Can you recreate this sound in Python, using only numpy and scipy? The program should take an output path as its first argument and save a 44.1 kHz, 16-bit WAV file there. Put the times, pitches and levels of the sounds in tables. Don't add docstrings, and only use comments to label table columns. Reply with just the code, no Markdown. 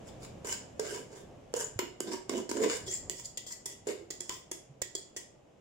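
import sys
import numpy as np
from scipy import signal
from scipy.fft import rfft, irfft, next_fast_len
from scipy.io import wavfile
from scipy.ndimage import uniform_filter1d, map_coordinates

SR = 44100
rng = np.random.default_rng(int(sys.argv[2]) if len(sys.argv) > 2 else 0)


def persist_wave(psi):
    counts = np.round(np.clip(psi, -1, 1) * 32767).astype(np.int16)
    wavfile.write(sys.argv[1], SR, np.atleast_2d(counts).T)


N = 247224
SIZE = 12288
T = np.arange(SIZE) / SR
HZ = np.fft.rfftfreq(SIZE, 1 / SR)

# (time [s], wall level [dB], steel level [dB], extra ring level [dB], contact length [s],
#  dead clack level [dB], left over right [dB])
DIG_HITS = [(.446, -43, -45.5, -1, 0.02, -11, 1), (.795, -33, -39, -5.5, 0.0057, -4, 0.5),
            (1.539, -32, -40.5, -4, .0013, -9, 0), (1.79, -35, -35.5, 3.5, 0.0056, 5, -1.5),
            (2.004, -38.5, -38, -5, 0.0025, 5.5, -2.5), (2.294, -36.5, -39.5, 0.5, 0.0046, -4, -2.5),
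            (2.492, -40.5, -39.5, -6, 0.011, -9, -4), (2.513, -36.5, -39.5, 0, .004, -1, 1.5),
            (3.87, -35.5, -43, -8.5, 0.015, -2, 5.5)]


def digs():
    return contacts(DIG_HITS, wall_db=29.5, ring_db=25.5, steel_db=28, crack_db=18.0, knock_db=18.0,
                    chatter=0.35, width_hz=49)


# (time [s], wall level [dB], steel level [dB], extra ring level [dB], contact length [s],
#  dead clack level [dB], left over right [dB])
TAP_HITS = [(3.097, -46.5, -34.5, -2, 0.0014, -14, -3), (3.373, -59.5, -38, 4, 0.0093, 12.5, 0),
            (3.465, -59.5, -43, -0.5, 0.032, 8.5, 2.5), (3.657, -54, -36.5, -1, 0.0095, -12, -1.5),
            (4.104, -46.5, -38, -3.5, 0.01, -17, -1), (4.205, -51.5, -38, -3.5, 0.0044, -10, -3),
            (4.294, -48.5, -36.5, 3, 0.003, -5, -0.5), (4.514, -45, -37.5, -1.5, 0.0061, -22, -0.5),
            (4.8175, -50, -36, 1.5, 0.0074, 17, -3), (4.951, -44.5, -34.5, -2.5, 0.0059, -23, -0.5),
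            (5.164, -49.5, -38, 0, 0.015, -18, -0.5)]


def taps():
    return contacts(TAP_HITS, wall_db=29.5, ring_db=23.5, steel_db=28.0, crack_db=12, knock_db=20.5,
                    chatter=0.052, width_hz=47)


def contacts(hits, wall_db, ring_db, steel_db, crack_db, knock_db, chatter, width_hz):
    out = np.zeros((2, N))
    knock_modes = [(531, 110, 27), (890, 410, -20), (2000, 880, -40)]
    crack_modes = [(7000, 1400, 22), (15500, 1200, -39)]
    blow = signal.unit_impulse(SIZE)
    for s, low, high, extra, length, clack, pan in hits:
        skid = np.exp(-(T / length) ** 3) * (1 - np.exp(-T / 0.00006))
        skid /= np.linalg.norm(skid)

        def rattle():
            return pair(rng.standard_normal((2, SIZE)), 0.11) * skid

        boom = amp(low + wall_db) * wall(blow + chatter * rattle()[0], s, width_hz)
        ring = amp(ring_db + extra) * ringing(0.42 * blow + rattle(), s, low, high, spread_db=2.0)
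        steel = amp(high + steel_db) * spoon(rattle(), spread_db=1.5, detune=0.0057, low_hz=3660)
        knock = amp(low + clack + knock_db) * resonate(blow, knock_modes, low_hz=114)
        crack = amp(high + clack + crack_db) * resonate(rattle(), crack_modes, low_hz=400)
        sides = amp([[pan / 2], [-pan / 2]])
        add(out, s, kitchen(microphones(boom + (ring + steel) * sides)))
        add(out, s, microphones((knock + crack) * sides))
    return out


# (peak time [s], swell [s], wall level [dB], steel level [dB])
SCRAPE_STROKES = [(.085, 0.02, -68, -54.5), (.25, 0.02, -52.5, -50), (.487, 0.018, -44, -39.5),
                  (.522, 0.022, -48, -33.5), (.86, 0.034, -41.5, -46), (0.944, 0.042, -40, -42.5),
                  (1.02, 0.034, -48, -56), (1.175, 0.046, -50, -55.5), (1.568, 0.012, -33, -43),
                  (1.618, 0.033, -46, -37), (1.828, 0.0084, -34, -71), (2.085, .025, -37.5, -53.5),
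                  (2.135, 0.045, -38, -44), (2.332, 0.021, -33, -48.5), (2.38, .028, -31.5, -44),
                  (2.575, 0.025, -32.5, -44.5), (2.642, 0.041, -26, -38.5), (2.715, 0.033, -39.5, -36),
                  (2.76, 0.021, -53, -38), (2.884, .012, -40.5, -40), (2.946, 0.037, -70, -37.5),
                  (3.197, 0.028, -63, -45), (3.259, 0.0077, -91, -37), (3.526, .014, -71, -38.5),
                  (3.714, 0.025, -55.5, -46.5), (3.905, 0.018, -33, -43), (4.015, 0.042, -48, -80),
                  (4.34, 0.056, -57.5, -48)]
RELEASE = 0.58


def scrapes(wall_db, ring_db, steel_db):
    out = np.zeros((2, N))
    lead = .16
    for s, swell, low, high in SCRAPE_STROKES:
        spread = swell * np.where(T < lead, 1, RELEASE)
        pressure = np.exp(-.5 * ((T - lead) / spread) ** 2)
        rubbing = pair(slips(rate=1000, spread_db=3.5, hiss=0.85), 0.22)
        force = pressure * catching(rate=150, depth_db=1.46) * rubbing
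        boom = amp(low + wall_db) * wall(force[0], s, width_hz=39.3)
        grit = force * catching(rate=62, depth_db=2.44)

        def upper():
            rough = grit * catching(rate=140, depth_db=3.0)
            ring = amp(ring_db) * ringing(rough, s, low, high, spread_db=6.5)
            steel = amp(high + steel_db) * spoon(grit, spread_db=2.0, detune=0.018, low_hz=3700)
            return ring + steel

        travel = np.pi / 2 * np.clip(.5 + (T - lead) / swell, 0, 1)
        sound = boom + np.cos(travel) * upper() + np.sin(travel) * upper()
        add(out, s - lead, kitchen(microphones(sound) * np.linalg.norm(pressure)))
    return out


def slips(rate, spread_db, hiss):
    sizes = (rng.random(SIZE) < rate / SR) * amp(spread_db * rng.standard_normal(SIZE))
    return unit(sizes * rng.standard_normal((2, SIZE))) + hiss * rng.standard_normal((2, SIZE))


def catching(rate, depth_db):
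    return unit(amp(depth_db * wobble(T, rate)))


# (peak time [s], half length [s], level [dB], pitch at the peak [Hz], glide [Hz/s])
SQUEAK_CHIRPS = [(1.571, 0.0051, -36.5, 6800, -8000), (1.593, 0.0021, -28.5, 7150, -15000),
                 (1.645, 0.0036, -33.5, 7020, 2), (2.908, 0.016, -38.5, 6560, 45013),
                 (2.942, 0.011, -34, 7290, 14000)]


def squeaks(jitter_hz):
    out = np.zeros((2, N))
    lead = .06
    for s, half, db, hz, glide in SQUEAK_CHIRPS:
        jitter = jitter_hz * unit(uniform_filter1d(rng.standard_normal(SIZE), size=30))
        pitch = hz + glide * (T - lead) + jitter
        swell = amp(db) * np.exp(-.5 * ((T - lead) / half) ** 2)
        chirp = swell * np.sin(2 * np.pi * np.cumsum(pitch) / SR)
        rough = np.array([chirp * catching(rate=300, depth_db=5.5) for port in range(2)])
        add(out, s - lead, kitchen(rough))
    return out


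# (time [s], lowest wall mode [Hz], flexing level [dB])
PRESS_PLACES = [(.45, 420, -19), (.8, 439, -26), (.95, 411, -15.5), (1.57, 451, -34), (1.8, 371, -10),
                (2.5, 366, -8.5), (2.66, 459, -8), (2.9, 373, -38), (3.9, 398, -31), (4.15, 351, -40),
                (5.2, 378, -29)]


def wall(force, s, width_hz):
    times, pitches, flexes = np.transpose(PRESS_PLACES)
    flexing = (243, 55, np.interp(s, times, flexes) + 2)
    lowest = (np.interp(s, times, pitches), width_hz, 0)
    boom = resonate(force, [flexing, lowest, (670, 160, -20)], low_hz=161)
    echo = 0.34 * np.roll(boom, int(.038 * SR))
    return (boom + echo) * amp([[-3.4], [1.8]])


# (frequency [Hz], width [Hz], level [dB])
RICE_MODES = [(958, 65, 6.5), (1240, 460, -11.5), (1576, 110, -4.5), (2168, 222, -8), (2956, 144, -5.5),
              (3560, 200, -13)]
# (frequency [Hz], width [Hz], level [dB])
BARE_MODES = [(955, 54, -3.5), (1967, 97, 3.5), (1977, 37, 5), (2200, 190, -22), (3341, 228, 4.5),
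              (3329, 126, 7.5)]
# (from [s], to [s])
BURIED = [(0, 2.8), (3.8, 4.06)]
RING_FROM_WALL = 0.26
RUB_DB = -8


def ringing(force, s, low_db, high_db, spread_db):
    level = amp(RING_FROM_WALL * low_db + (1 - RING_FROM_WALL) * high_db)
    if any(start <= s < end for start, end in BURIED):
        rub = resonate(force * rng.standard_normal(SIZE), [(1320, 1800, 0)], low_hz=650)
        ring = resonate(force, touched(RICE_MODES, spread_db, detune=0.0034), low_hz=700)
        return level * amp(-.5) * (ring + amp(RUB_DB) * rub)
    return level * amp(-2.0) * resonate(force, touched(BARE_MODES, spread_db, detune=0.0015), low_hz=925)


# (frequency [Hz], width [Hz], level [dB])
SPOON_MODES = [(5075, 880, -9), (6290, 525, -10), (7060, 458, -0.5), (8100, 4100, -12),
               (10730, 13500, -22.5), (15800, 830, -20)]


def spoon(force, spread_db, detune, low_hz):
    return resonate(force, touched(SPOON_MODES, spread_db, detune), low_hz)


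def touched(modes, spread_db, detune):
    return [(hz * (1 + detune * rng.standard_normal()), width, db + spread_db * rng.standard_normal())
            for hz, width, db in modes]


RIM_S, RIM_DB, RIM_HZ, RIM_WIDTH_HZ = 4.295, -15, 1025, 35


def rim(brush_s):
    out = np.zeros((2, N))
    force = np.exp(-T / brush_s) * pair(rng.standard_normal((2, SIZE)), 0.63)
    tone = amp(RIM_DB) * resonate(force, [(RIM_HZ, RIM_WIDTH_HZ, 0)], low_hz=875)
    add(out, RIM_S, kitchen(tone))
    return out


# (peak time [s], half length [s], level [dB])
RICE_FALLS = [(0.284, 0.17, -56.5), (1.314, 0.072, -55), (2.854, 0.074, -51), (3.068, 0.049, -50)]
# (frequency [Hz], level [dB])
RICE_COLOUR = [(25, -11), (70, 0), (140, 1), (250, -6.5), (550, -5.5), (800, -14.5), (2000, -32),
               (8000, -50)]


def rice():
    t = np.arange(N) / SR
    flow = sum(amp(db) * np.exp(-.5 * ((t - s) / half) ** 2) for s, half, db in RICE_FALLS)
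    return flow * coloured_noise(RICE_COLOUR, alike=0.84)


# (time [s], level [dB], pitch [Hz], T60 [s])
HANDLING_BUMPS = [(0.746, -47.5, 77, 0.1), (1.759, -33.5, 104, 0.077), (4.293, -52, 61, .05),
                  (4.695, -46, 140, 0.2), (4.819, -37, 75, 0.023)]
BUMP_ATTACK = 0.03


def handling():
    out = np.zeros((2, N))
    for s, db, hz, t60 in HANDLING_BUMPS:
        envelope = amp(db - 60 * T / t60) * (1 - np.exp(-T / (BUMP_ATTACK * t60)))
        add(out, s, envelope * np.sin(2 * np.pi * hz * T) * amp([[1], [3.5]]))
    return out


# (frequency [Hz], level [dB])
STOVE_RUMBLE = [(15, -15), (30, -7.5), (70, -1.5), (130, 2.5), (220, -3), (330, -6), (600, -63)]
# (frequency [Hz], level [dB])
STOVE_RUSH = [(100, -12), (250, -2.5), (550, 1.5), (700, -1.5), (950, -10.5), (1500, -18.5), (3000, -19),
              (4300, -28.5), (7000, -24), (9000, -35), (15000, -47)]
RUMBLE_DB, RUMBLE_FALL_DB_PER_S, RUMBLE_WAVER_DB = -53, 2.5, 1.5
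RUSH_DB, RUSH_SETTLED_DB, RUSH_SETTLE_S = -51.5, -64, 2.9


def stove():
    t = np.arange(N) / SR
    rumble_db = RUMBLE_DB - RUMBLE_FALL_DB_PER_S * t + RUMBLE_WAVER_DB * wobble(t, rate=2)
    rush_db = RUSH_SETTLED_DB + (RUSH_DB - RUSH_SETTLED_DB) * np.exp(-t / RUSH_SETTLE_S)
    rumble = amp(rumble_db) * coloured_noise(STOVE_RUMBLE, alike=0.99) * amp([[-1.2], [1.2]])
    return rumble + amp(rush_db) * coloured_noise(STOVE_RUSH, alike=0.22)


# (frequency [Hz], T60 [s])
KITCHEN_T60 = [(150, 0.048), (400, 0.39), (2000, 0.4), (7000, 0.38), (14000, 0.21)]
# (frequency [Hz], level [dB])
KITCHEN_LEVEL = [(100, -5.5), (400, -2), (1000, -3.5), (3000, 1), (7000, -3.5), (14000, -0.5)]


def kitchen(sound):
    hz = np.fft.rfftfreq(256, 1 / SR)
    _, t, bands = signal.stft(rng.standard_normal((2, 16384)), SR, nperseg=256)
    t60 = along(KITCHEN_T60, hz)[:, None]
    even_energy = np.sqrt(np.log(10 ** 6) / (t60 * SR))
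    fade = amp(along(KITCHEN_LEVEL, hz)[:, None] - 60 * t / t60) * even_energy
    tail = signal.istft(bands * fade, SR, nperseg=256)[1]
    tail *= 1 - np.exp(-(np.arange(tail.shape[1]) / SR / 0.0036) ** 2)
    tail[:, 0] += 1
    return signal.fftconvolve(sound, tail, axes=1)


def microphones(sound):
    lag = 8
    return np.array([np.roll(sound[0], lag), sound[1]])


def resonate(force, modes, low_hz):
    body = 0
    for k, (hz, width, db) in enumerate(modes):
        mode = 1j * HZ * width / (hz * hz - HZ ** 2 + 1j * HZ * width)
        body = body + (-1) ** k * amp(db) * mode
    s = 1j * HZ / low_hz
    radiation = s * s / (1 + np.sqrt(2) * s + s * s)
    sound = irfft(rfft(force) * body * radiation)
    return sound / np.sqrt(np.mean(np.sum(sound ** 2, axis=-1)) + 1e-20)


def coloured_noise(colour, alike):
    noise = pair(rng.standard_normal((2, N)), alike)
    return unit(filtered(noise, lambda hz: amp(along(colour, hz))))


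def wobble(t, rate):
    return map_coordinates(rng.standard_normal(int(t[-1] * rate) + 4), [t * rate])


def pair(x, alike):
    turn = np.arccos(np.clip(alike, -1, 1)) / 2
    return np.cos(turn) * x[0] + np.sin(turn) * np.array([x[1], -x[1]])


def amp(db):
    return 10 ** (np.asarray(db) / 20)


def unit(x):
    return x / np.sqrt(np.mean(x ** 2) + 1e-20)


def along(points, hz):
    f, v = np.transpose(points)
    return np.interp(np.log(hz + 1), np.log(f + 1), v)


def filtered(x, response):
    m = next_fast_len(N + 8192)
    return irfft(rfft(x, m) * response(np.fft.rfftfreq(m, 1 / SR)), m)[..., :N]


def add(track, s, sound):
    start = int(round(s * SR))
    part = sound[:, max(-start, 0):N - start]
    track[:, max(start, 0):][:, :part.shape[1]] += part


def scene():
    rubbing = scrapes(wall_db=-2.0, ring_db=-5.5, steel_db=-2.4) + squeaks(jitter_hz=173)
    return digs() + taps() + rubbing + rim(brush_s=0.027) + rice() + handling() + stove()


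TOP_HZ = 15600


def record(dry):
    return filtered(dry, lambda hz: 1 / np.sqrt(1 + (hz / TOP_HZ) ** 120))


dry = scene()
out = record(dry)
persist_wave(out)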